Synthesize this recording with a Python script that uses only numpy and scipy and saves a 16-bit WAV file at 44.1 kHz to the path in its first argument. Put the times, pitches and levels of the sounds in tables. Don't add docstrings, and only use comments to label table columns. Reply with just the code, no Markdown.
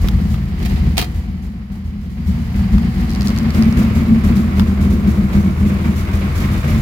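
import sys
import numpy as np
from scipy import signal
from scipy.fft import rfft, irfft, next_fast_len
from scipy.io import wavfile
from scipy.ndimage import uniform_filter1d

SR = 44100
rng = np.random.default_rng(int(sys.argv[2]) if len(sys.argv) > 2 else 0)


def to_wav(s):
    ch = np.atleast_2d(s).T
    pcm = np.round(np.clip(ch, -1, 1) * 32767)
    wavfile.write(sys.argv[1], SR, pcm.astype(np.int16))


N = 300321
TIME = np.arange(N) / SR


def from_db(db):
    return 10 ** (np.asarray(db) / 20)


def rms_one(x):
    return x / np.sqrt(np.mean(x ** 2) + 1e-20)


def in_time(rows):
    s, *columns = np.transpose(rows)
    return [np.interp(TIME, s, c) for c in columns]


def at_hz(points, hz):
    f, value = np.transpose(points)
    return np.interp(np.log(hz + 1e-9), np.log(f), value)


def butter(x, hz, kind, order=2):
    sections = signal.butter(order, np.clip(hz, 10, .45 * SR), kind, fs=SR, output="sos")
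    return signal.sosfilt(sections, x + 1e-18)


def drift(hz):
    pole = np.exp(-80 * np.pi * hz / SR)
    noise = rng.standard_normal(N // 40 + 2002)
    slow = signal.lfilter([1], [1, -2 * pole, pole * pole], noise)[2000:]
    return np.interp(np.arange(N) / 40, np.arange(len(slow)), rms_one(slow))


def steady(x, span_s):
    power = np.mean(np.atleast_2d(x), axis=0) ** 2
    for _ in range(2):
        power = uniform_filter1d(power, max(int(span_s * SR), 1))
    return x / np.sqrt(np.abs(power) + 1e-12)


def bursts(times, gains, t60s):
    power = np.zeros(N)
    for s, gain, t60 in zip(times, gains, t60s):
        start = max(int(s * SR), 0)
        age = TIME[:min(int(t60 * SR) + 1, N - start)]
        power[start:start + len(age)] += (gain * from_db(-60 * age / t60)) ** 2
    return np.sqrt(power)


# (frequency [Hz], correlation before clipping [ratio])
STEREO_LIKENESS = [(300, -1.7), (500, 0.98), (1000, -0.11), (2000, -0.05), (4000, 0.0035), (15000, -0.044)]

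def diffuse(spectrum, low_hz, high_hz):
    size = next_fast_len(N, real=True)
    hz = np.arange(size // 2 + 1) * SR / size
    gain = from_db(at_hz(spectrum, hz)) / np.sqrt(1 + (spectrum[0][0] / (hz + 1)) ** 8)
    gain /= np.sqrt(np.mean(gain ** 2 * ((hz > low_hz) & (hz < high_hz))))
    alike = np.clip(at_hz(STEREO_LIKENESS, hz), -.6, 1)
    mid, side = rfft(rng.standard_normal((2, size))) * gain
    return irfft(mid + side * np.sqrt((1 - alike) / (1 + alike)) * [[1], [-1]], size)[:, :N]


def reflections(x, wall_db=-19, count=6):
    out = x.copy()
    for channel, delays_s in enumerate(rng.uniform(.0093, .04, (2, count))):
        for lag in (delays_s * SR).astype(int):
            out[channel, lag:] += from_db(wall_db) * x[channel, :-lag]
    return out / np.sqrt(1 + count * from_db(wall_db) ** 2)


# (strength [dB], lag through the manifold [firing intervals])
FIRING_CYCLE = [(0, 0.00027), (0, 0.3153), (2.5, 0.315), (-0.5, 0.0091), (0.5, 0.302), (0.5, 0.003), (2, 0),
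                (3, 0.2986)]

def crank(idle_rpm=845.7, hunt=.02, jitter=.06, uneven_db=3.5):
    fired = np.cumsum(idle_rpm / 60 * 4 * (1 + hunt * drift(2.5))) / SR
    k = np.arange(int(fired[-1]) - 1)
    level_db, lag = np.array(FIRING_CYCLE)[k % 8].T
    timing, burn = rng.standard_normal((600, 2))[:len(k)].T
    times = np.interp(k + lag + jitter * timing, fired, TIME)
    return times, from_db(level_db + uneven_db * np.minimum(burn, 1.5))


def swell(times, levels_db, delay_s, attack_s, hold_s, t60):
    power = np.ones(N)
    age = TIME[:int((attack_s + hold_s + t60) * SR)]
    shape = np.minimum(age / attack_s, 1) * from_db(-60 * np.maximum(age - attack_s - hold_s, 0) / t60)
    for s, db in zip(times, levels_db):
        start = max(int((s + delay_s) * SR), 0)
        power[start:start + len(age)] += (from_db(db) * shape[:N - start]) ** 2
    return 10 * np.log10(power)


# (time [s], hiss [dB], boom [dB], drone [dB])
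HARD_FIRINGS = [(-0.004, 7.5, 6, -16), (0.115, -16, 3.5, 5), (0.284, 2.5, 5.5, -11), (0.57, 6.0, -10.0, -7),
                (0.661, 7, -8, -15), (0.811, -12, -14, 3.5), (1.125, 4, 9.5, -15), (1.265, -9, 3.0, 2),
                (1.405, 6.5, 4, 3.5), (1.702, 8.5, 0, -12), (1.825, 5.0, 5.5, 1.0), (1.993, 2.5, -8, -6),
                (2.08, 2, -6, 1.5), (2.243, 6.5, 9.0, 6), (2.535, 5, 6.5, -15), (2.704, 2, 10.5, 4),
                (2.962, -2.5, 1, 0), (3.228, 6.5, -12, 4.5), (3.523, 8, 7.5, 7), (3.635, -1, 0, 5.0),
                (3.752, 8.5, 6, 4), (3.931, 4.5, 4, 1.5), (4.065, -15, -7.0, 10.0), (4.221, 7, 7.5, 4.0),
                (4.337, 6, -1.0, 9), (4.548, 4, 3, 6.5), (4.645, 2, -2, 7), (4.792, 6.5, 1.5, 7.5),
                (4.884, 6.5, 3, 13.5), (5.056, 7, -4, 9.5), (5.141, -4, -6.0, 5.5), (5.307, 6.5, 2.5, 7.5),
                (5.395, -3, -6, 4.5), (5.574, -2, 5.5, 6), (5.647, 2.5, -9, 2), (5.825, 2.5, 1, 6),
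                (5.943, 6, 5, -15), (6.113, 3, 5.5, 0.5), (6.334, 5.5, 6, 1), (6.385, 5, -13, -5),
                (6.497, 1.5, -1, -4), (6.657, 2, -3, -15), (6.726, -5, -0.5, 2)]

def chuffs():
    times, hiss_db, boom_db, drone_db = np.transpose(HARD_FIRINGS)
    return (swell(times, hiss_db, delay_s=.011, attack_s=.011, hold_s=.029, t60=.35),
            swell(times, boom_db, delay_s=.002, attack_s=.028, hold_s=.03, t60=.2),
            swell(times, drone_db, delay_s=.008, attack_s=.03, hold_s=.035, t60=.5))


# (frequency [Hz], width [Hz], level [dB])
CABIN_RESONANCES = [(31.2, 3.8, -20), (54.7, 23.6, 3), (75.65, 6.5, 2), (120.7, 9.9, 1.5),
                    (150.2, 30, -2.5), (186, 14.3, -5), (199.6, 21.4, -11), (227, 18.7, -7),
                    (280.4, 40, -20), (340.9, 19, -15.5), (394, 104, -29.5)]
# (frequency [Hz], width [Hz], level [dB])
GARAGE_RESONANCES = [(44.8, 8.3, -3), (62.6, 13.3, -6), (76.9, 11.1, -1), (103, 6.9, -5),
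                     (140.2, 15.7, -8.5), (197.7, 19.6, 1.5), (221.2, 16.5, 2.5), (235.8, 16.6, -1),
                     (276.3, 19.8, -12.5), (318, 26, -18.5), (330.9, 14, -8.5), (384, 46.7, -17),
                     (470, 69, -29.5)]

def resonate(flow, outside, low_hz, high_hz):
    cabin, garage = (sum(from_db(db) * butter(flow, [hz - width / 2, hz + width / 2], "band")
                         for hz, width, db in modes if low_hz <= hz < high_hz)
                     for modes in (CABIN_RESONANCES, GARAGE_RESONANCES))
    return np.sqrt(1 - outside) * cabin + np.sqrt(outside) * garage


# (time [s], bottom against top [dB])
BOOM_BALANCE = [(0, 0), (2.2, 2), (2.8, -2), (3.5, -1), (4.2, 1), (4.8, -8), (5.3, -5), (6, -3), (6.8, 7)]
# (time [s], top against bottom [dB])
DRONE_BALANCE = [(0, -6.5), (1.6, -6), (2.8, -3.5), (3.4, 2.5), (4.3, 1), (4.9, -4.5), (5.4, -11),
                 (5.8, -10), (6.3, -6), (6.8, 5.5)]
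# (time [s], deep boom [dB], hollow hum [dB], pipe drone [dB], upper burble [dB], hiss [dB])
EXHAUST_LEVELS = [(0.0, -12.5, -22.5, -22.5, -32, -51.5), (0.3, -16, -19.5, -19, -35.5, -49.5),
                  (0.42, -18.5, -20.5, -24.5, -36, -54.5), (0.6, -16.5, -25, -22.0, -32.5, -55),
                  (0.85, -9.5, -18, -19, -31, -49.5), (1.05, -20.5, -26.5, -27.5, -34.5, -52),
                  (1.35, -23.5, -32, -27.5, -42, -60), (1.7, -26.5, -33, -27.5, -45.5, -64.5),
                  (2.1, -23.5, -31.0, -26.5, -43, -61), (2.35, -19, -23, -22.5, -39.5, -52.5),
                  (2.75, -17.5, -21, -14.5, -33.5, -51.5), (3.1, -16, -22.5, -19.5, -29.5, -47.5),
                  (3.6, -17, -19, -15.5, -29.5, -48), (4.3, -16.0, -20, -17.5, -29, -48.5),
                  (4.9, -13.5, -23.5, -20.5, -30.0, -51), (5.55, -16, -20, -18.0, -28.5, -48.5),
                  (6.1, -17.5, -25, -22, -29, -48), (6.8, -14.5, -16.0, -20, -29, -43.5)]

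def exhaust(times, strengths, outside, swells, turbulence=.42, puff_t60=.046, muffler_hz=247):
    pulses = np.zeros(N)
    pulses[np.minimum((times * SR).astype(int), N - 1)] = strengths
    puffs = bursts(times, strengths, np.full(len(times), puff_t60)) * rng.standard_normal((2, N))
    mid = rms_one(pulses) + turbulence * rms_one(puffs[0])
    side = from_db(-21) * rms_one(puffs[1])
    flow = mid + side * [[1], [-1]]
    bands_hz = [(0, 52), (52, 100), (100, 165), (165, 209), (209, 255), (255, 600)]
    deep, thud, hum, low_drone, high_drone, burble = (resonate(flow, outside, *b) for b in bands_hz)
    boom = from_db(in_time(BOOM_BALANCE)[0]) * deep + thud
    drone = low_drone + from_db(in_time(DRONE_BALANCE)[0]) * high_drone
    drone = butter(drone, muffler_hz, "low", order=14)
    boom_db, hum_db, drone_db, burble_db, _ = in_time(EXHAUST_LEVELS)
    hiss_swell, boom_swell, drone_swell = swells
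    boom = steady(boom, span_s=.098) * from_db(boom_db - 3 + boom_swell)
    hum = steady(hum, span_s=.14) * from_db(hum_db - 1 + .17 * (boom_swell + drone_swell))
    drone = steady(drone, span_s=.23) * from_db(drone_db - 2 + drone_swell)
    burble = steady(burble, span_s=.12) * from_db(burble_db - 3.5 + .37 * (hiss_swell + drone_swell))
    left, right = boom + hum + drone + burble
    return np.array([left, np.interp(TIME - .00022, TIME, right)])


# (frequency [Hz], spectral density [dB])
GAS_SPECTRUM = [(1500, -21), (3500, 8), (5000, 6), (7000, 5.5), (8500, 0), (10500, 1.5), (12500, 4),
                (14000, 2), (16000, 0)]

def tailpipe_hiss(chuff_db, gain_db=-3, grain_db=1.26):
    level_db = in_time(EXHAUST_LEVELS)[-1] + chuff_db
    jet = reflections(diffuse(GAS_SPECTRUM, 6360, 17700), wall_db=-17)
    return jet * from_db(level_db + gain_db + grain_db * drift(89))


# (frequency [Hz], relative level [dB])
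PULLEY_TONES = [(2169, -17), (2950, -24), (3208, -22), (4102, -23), (4732, -23)]

def pulley_whine(gain_db=-2, waver=.00406):
    whine = 0
    for hz, db in PULLEY_TONES:
        speed = 1 + waver * np.array([drift(47), drift(14.3)])
        whine += from_db(db + gain_db) * np.sin(2 * np.pi * hz * np.cumsum(speed, axis=1) / SR)
    return whine


# (frequency [Hz], spectral density [dB])
BAY_FROM_SEAT = [(280, -17), (480, 1), (586, -19), (622, -13), (733, -0.5), (796, -7.5), (1090, -8.5),
                 (1500, -9), (2020, -2.5), (2710, -9), (3010, -7), (3550, -14), (4100, -11.5),
                 (4900, -10.5), (6030, -24.5), (8000, -49.5), (10400, -52), (17600, -120)]
# (frequency [Hz], spectral density [dB])
BAY_FROM_DOOR = [(280, -20), (480, 8), (546, -4.5), (600, 0.5), (815, -8), (950, -7.5), (1080, -4),
                 (1280, -6.5), (1470, -9), (1860, -11), (2190, -7.5), (3350, -21), (3680, -19), (7450, -55),
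                 (8000, -37), (10400, -58), (17600, -120)]
# (time [s], fan rush [dB], valve clatter [dB])
BAY_LEVELS = [(0.0, -38.0, -40.5), (0.42, -43.0, -44), (0.85, -40.0, -39.5), (1.05, -41, -44.5),
              (1.35, -48.5, -49.5), (1.7, -50, -53), (2.1, -50.5, -50), (2.35, -41.5, -43.5),
              (3.1, -36.5, -38.5), (3.6, -32.5, -34), (4.9, -35, -39), (5.55, -34, -38),
              (6.1, -35.0, -36.0), (6.8, -32, -33.5)]

def engine_bay(times, strengths, outside, chuff_db, tap_depth=1.12, tap_t60=.26):
    taps = rms_one(bursts(times, strengths, np.full(len(times), tap_t60)))
    pulsing = rms_one(np.sqrt(1 + (tap_depth * taps) ** 2))
    air = np.sqrt(1 - outside) * diffuse(BAY_FROM_SEAT, 500, 4000)
    air += np.sqrt(outside) * diffuse(BAY_FROM_DOOR, 500, 4000)
    rush = steady(butter(butter(air, 532, "high", order=4), 1240, "low", order=4), span_s=.22)
    clatter = steady(butter(butter(air, 1555, "high", order=4), 6500, "low"), span_s=.15)
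    clatter = clatter * pulsing + pulley_whine() * np.sqrt(1 - outside)
    rush_db, clatter_db = in_time(BAY_LEVELS)
    return (from_db(rush_db - 3 + .22 * chuff_db) * rush * pulsing
            + from_db(clatter_db - 4 + .29 * chuff_db) * clatter)


def strikes(rows, spectrum, grit_db, bright_hz=2000):
    times, level_db, t60, bright_db = np.transpose(rows)
    crack = diffuse(spectrum, 500, 16000) * rms_one(from_db(grit_db * drift(300)))
    dull = butter(crack, bright_hz, "low", order=1)
    return (dull * bursts(times, from_db(level_db), t60)
            + (crack - dull) * bursts(times, from_db(level_db + bright_db), t60))


# (time [s], level [dB], t60 [s], brightness [dB])
TRIM_KNOCKS = [(.058, -34, 0.014, -13), (.075, -39, 0.022, 12), (.0858, -28.5, 0.021, 9.5),
               (.342, -30.5, 0.1, -8), (2.7812, -25.5, 0.025, -8), (4.5963, -14, 0.018, -8),
               (4.601, -32, 0.096, -1)]
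# (frequency [Hz], spectral density [dB])
TRIM_SPECTRUM = [(400, 1), (1100, 8), (2000, -2.5), (3400, 1), (5000, -2.5), (7500, -17), (12000, -10),
                 (16000, -11)]

def trim():
    return strikes(TRIM_KNOCKS, TRIM_SPECTRUM, grit_db=1.5)


# (time [s], level [dB], t60 [s], brightness [dB])
LATCH_BLOWS = [(.628, -36, 0.059, 3), (.650, -36, 0.06, 6), (.658, -29, 0.073, 0.5),
               (.675, -44, 0.094, -15), (.697, -32.5, 0.2, -22), (.76, -33.5, 0.31, -15),
               (0.97, -27, 0.081, 3), (.9795, -15.5, 0.032, 6), (.9895, -22, .07, 4),
               (.9935, -19, 0.034, -6), (.998, -25, 0.078, 3), (1.0142, -26.5, 0.03, 9.5),
               (1.024, -20.5, 0.072, -5), (1.035, -39, .06, -4), (1.043, -31.5, 0.045, 4)]
# (frequency [Hz], spectral density [dB])
LATCH_SPECTRUM = [(290, 1.5), (500, -13), (595, -36), (729, -6), (1000, -7), (1280, -9.5), (1530, -16),
                  (1670, -10), (4400, -10), (4730, -12.5), (7980, -22.5), (12000, -19.5), (16000, -21)]
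# (frequency [Hz], relative level [dB], t60 [s])
LATCH_RING = [(725, 0, .08), (788, -6, .08), (955, -7, .07), (2467, -6, .08), (2796, -7, .1),
              (3208, -10, .1), (4158, -8, .12), (4935, -7, .1), (8535, -14, .08)]

def door_latch(ring_db=-19, pan_db=-.4):
    blows = strikes(LATCH_BLOWS, LATCH_SPECTRUM, grit_db=.5)
    ringing = 0
    for hz, db, t60 in LATCH_RING:
        pole, angle = from_db(-60 / (t60 * SR)), 2 * np.pi * hz / SR
        feedback = [1, -2 * pole * np.cos(angle), pole * pole]
        mode = signal.lfilter([0, 2 * np.sin(angle)], feedback, blows + 1e-18)
        ringing += from_db(db + ring_db) * np.sqrt(1 - pole * pole) * mode
    return (blows + ringing) * from_db([[pan_db], [-pan_db]])


# (time [s], relative level of first slip [dB], length [s])
SEAT_CREAKS = [(3.0955, -29, .015), (3.115, -26.5, .035), (3.15, -25, .015), (3.2098, -20.5, .026),
               (3.273, -19.5, .035), (3.363, -26, .005), (3.3767, -23, .026), (3.4313, -37, .005),
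               (3.506, -24.5, .005), (3.5478, -29, .005), (3.6242, -22.5, .035), (3.7259, -27, .005),
               (4.3695, -32, .015)]
# (frequency [Hz], spectral density [dB])
SLIP_SPECTRUM = [(2500, -22), (3600, -8), (4500, 9), (5600, 2), (7500, -16), (10000, -11.5), (12500, -12),
                 (16000, -21)]

def seat(gain_db=1, gap_s=.0102, loss_db=4, slip_t60=.0055):
    slips = [(start + k * gap_s, db - k * loss_db)
             for start, db, length in SEAT_CREAKS for k in range(1 + int(length / gap_s))]
    times, level_db = np.transpose(slips)
    friction = steady(diffuse(SLIP_SPECTRUM, 3500, 14000), span_s=.001)
    return friction * bursts(times, from_db(level_db + gain_db), np.full(len(times), slip_t60))


# (time [s], share of sound from outside [0-1])
MICROPHONE_PATH = [(0, 0.1), (1, 0.15), (2.2, 0.21), (3, 0.03), (3.6, 0.84), (5.8, 0.92), (6.8, 0.9)]

def scene():
    outside = in_time(MICROPHONE_PATH)[0]
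    times, strengths = crank()
    swells = chuffs()
    hiss_swell = swells[0]
    pipes = exhaust(times, strengths, outside, swells) + tailpipe_hiss(hiss_swell)
    bay = reflections(engine_bay(times, strengths, outside, hiss_swell))
    return pipes + bay + trim() + door_latch() + seat()


# (frequency [Hz], left minus right [dB])
MICROPHONE_BALANCE = [(60, 1), (200, 0.9), (700, 1.5), (1290, 0), (2380, -3), (4400, -1.3), (8120, 4.5),
                      (15000, 1)]

def ports(x):
    size = next_fast_len(N + 2048, real=True)
    balance_db = at_hz(MICROPHONE_BALANCE, np.arange(size // 2 + 1) * SR / size)
    return irfft(rfft(x, size) * from_db(balance_db * [[.5], [-.5]]), size)[:, :N]


def record(dry, bass_cut_hz=26, top_cut_hz=15800):
    heard = butter(ports(dry), bass_cut_hz, "high", order=4)
    rounded = heard / (1 + heard ** 8) ** (1 / 8)
    return signal.sosfilt(signal.ellip(10, .1, 90, top_cut_hz, fs=SR, output="sos"), rounded)


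dry = scene()
out = record(dry)
to_wav(out)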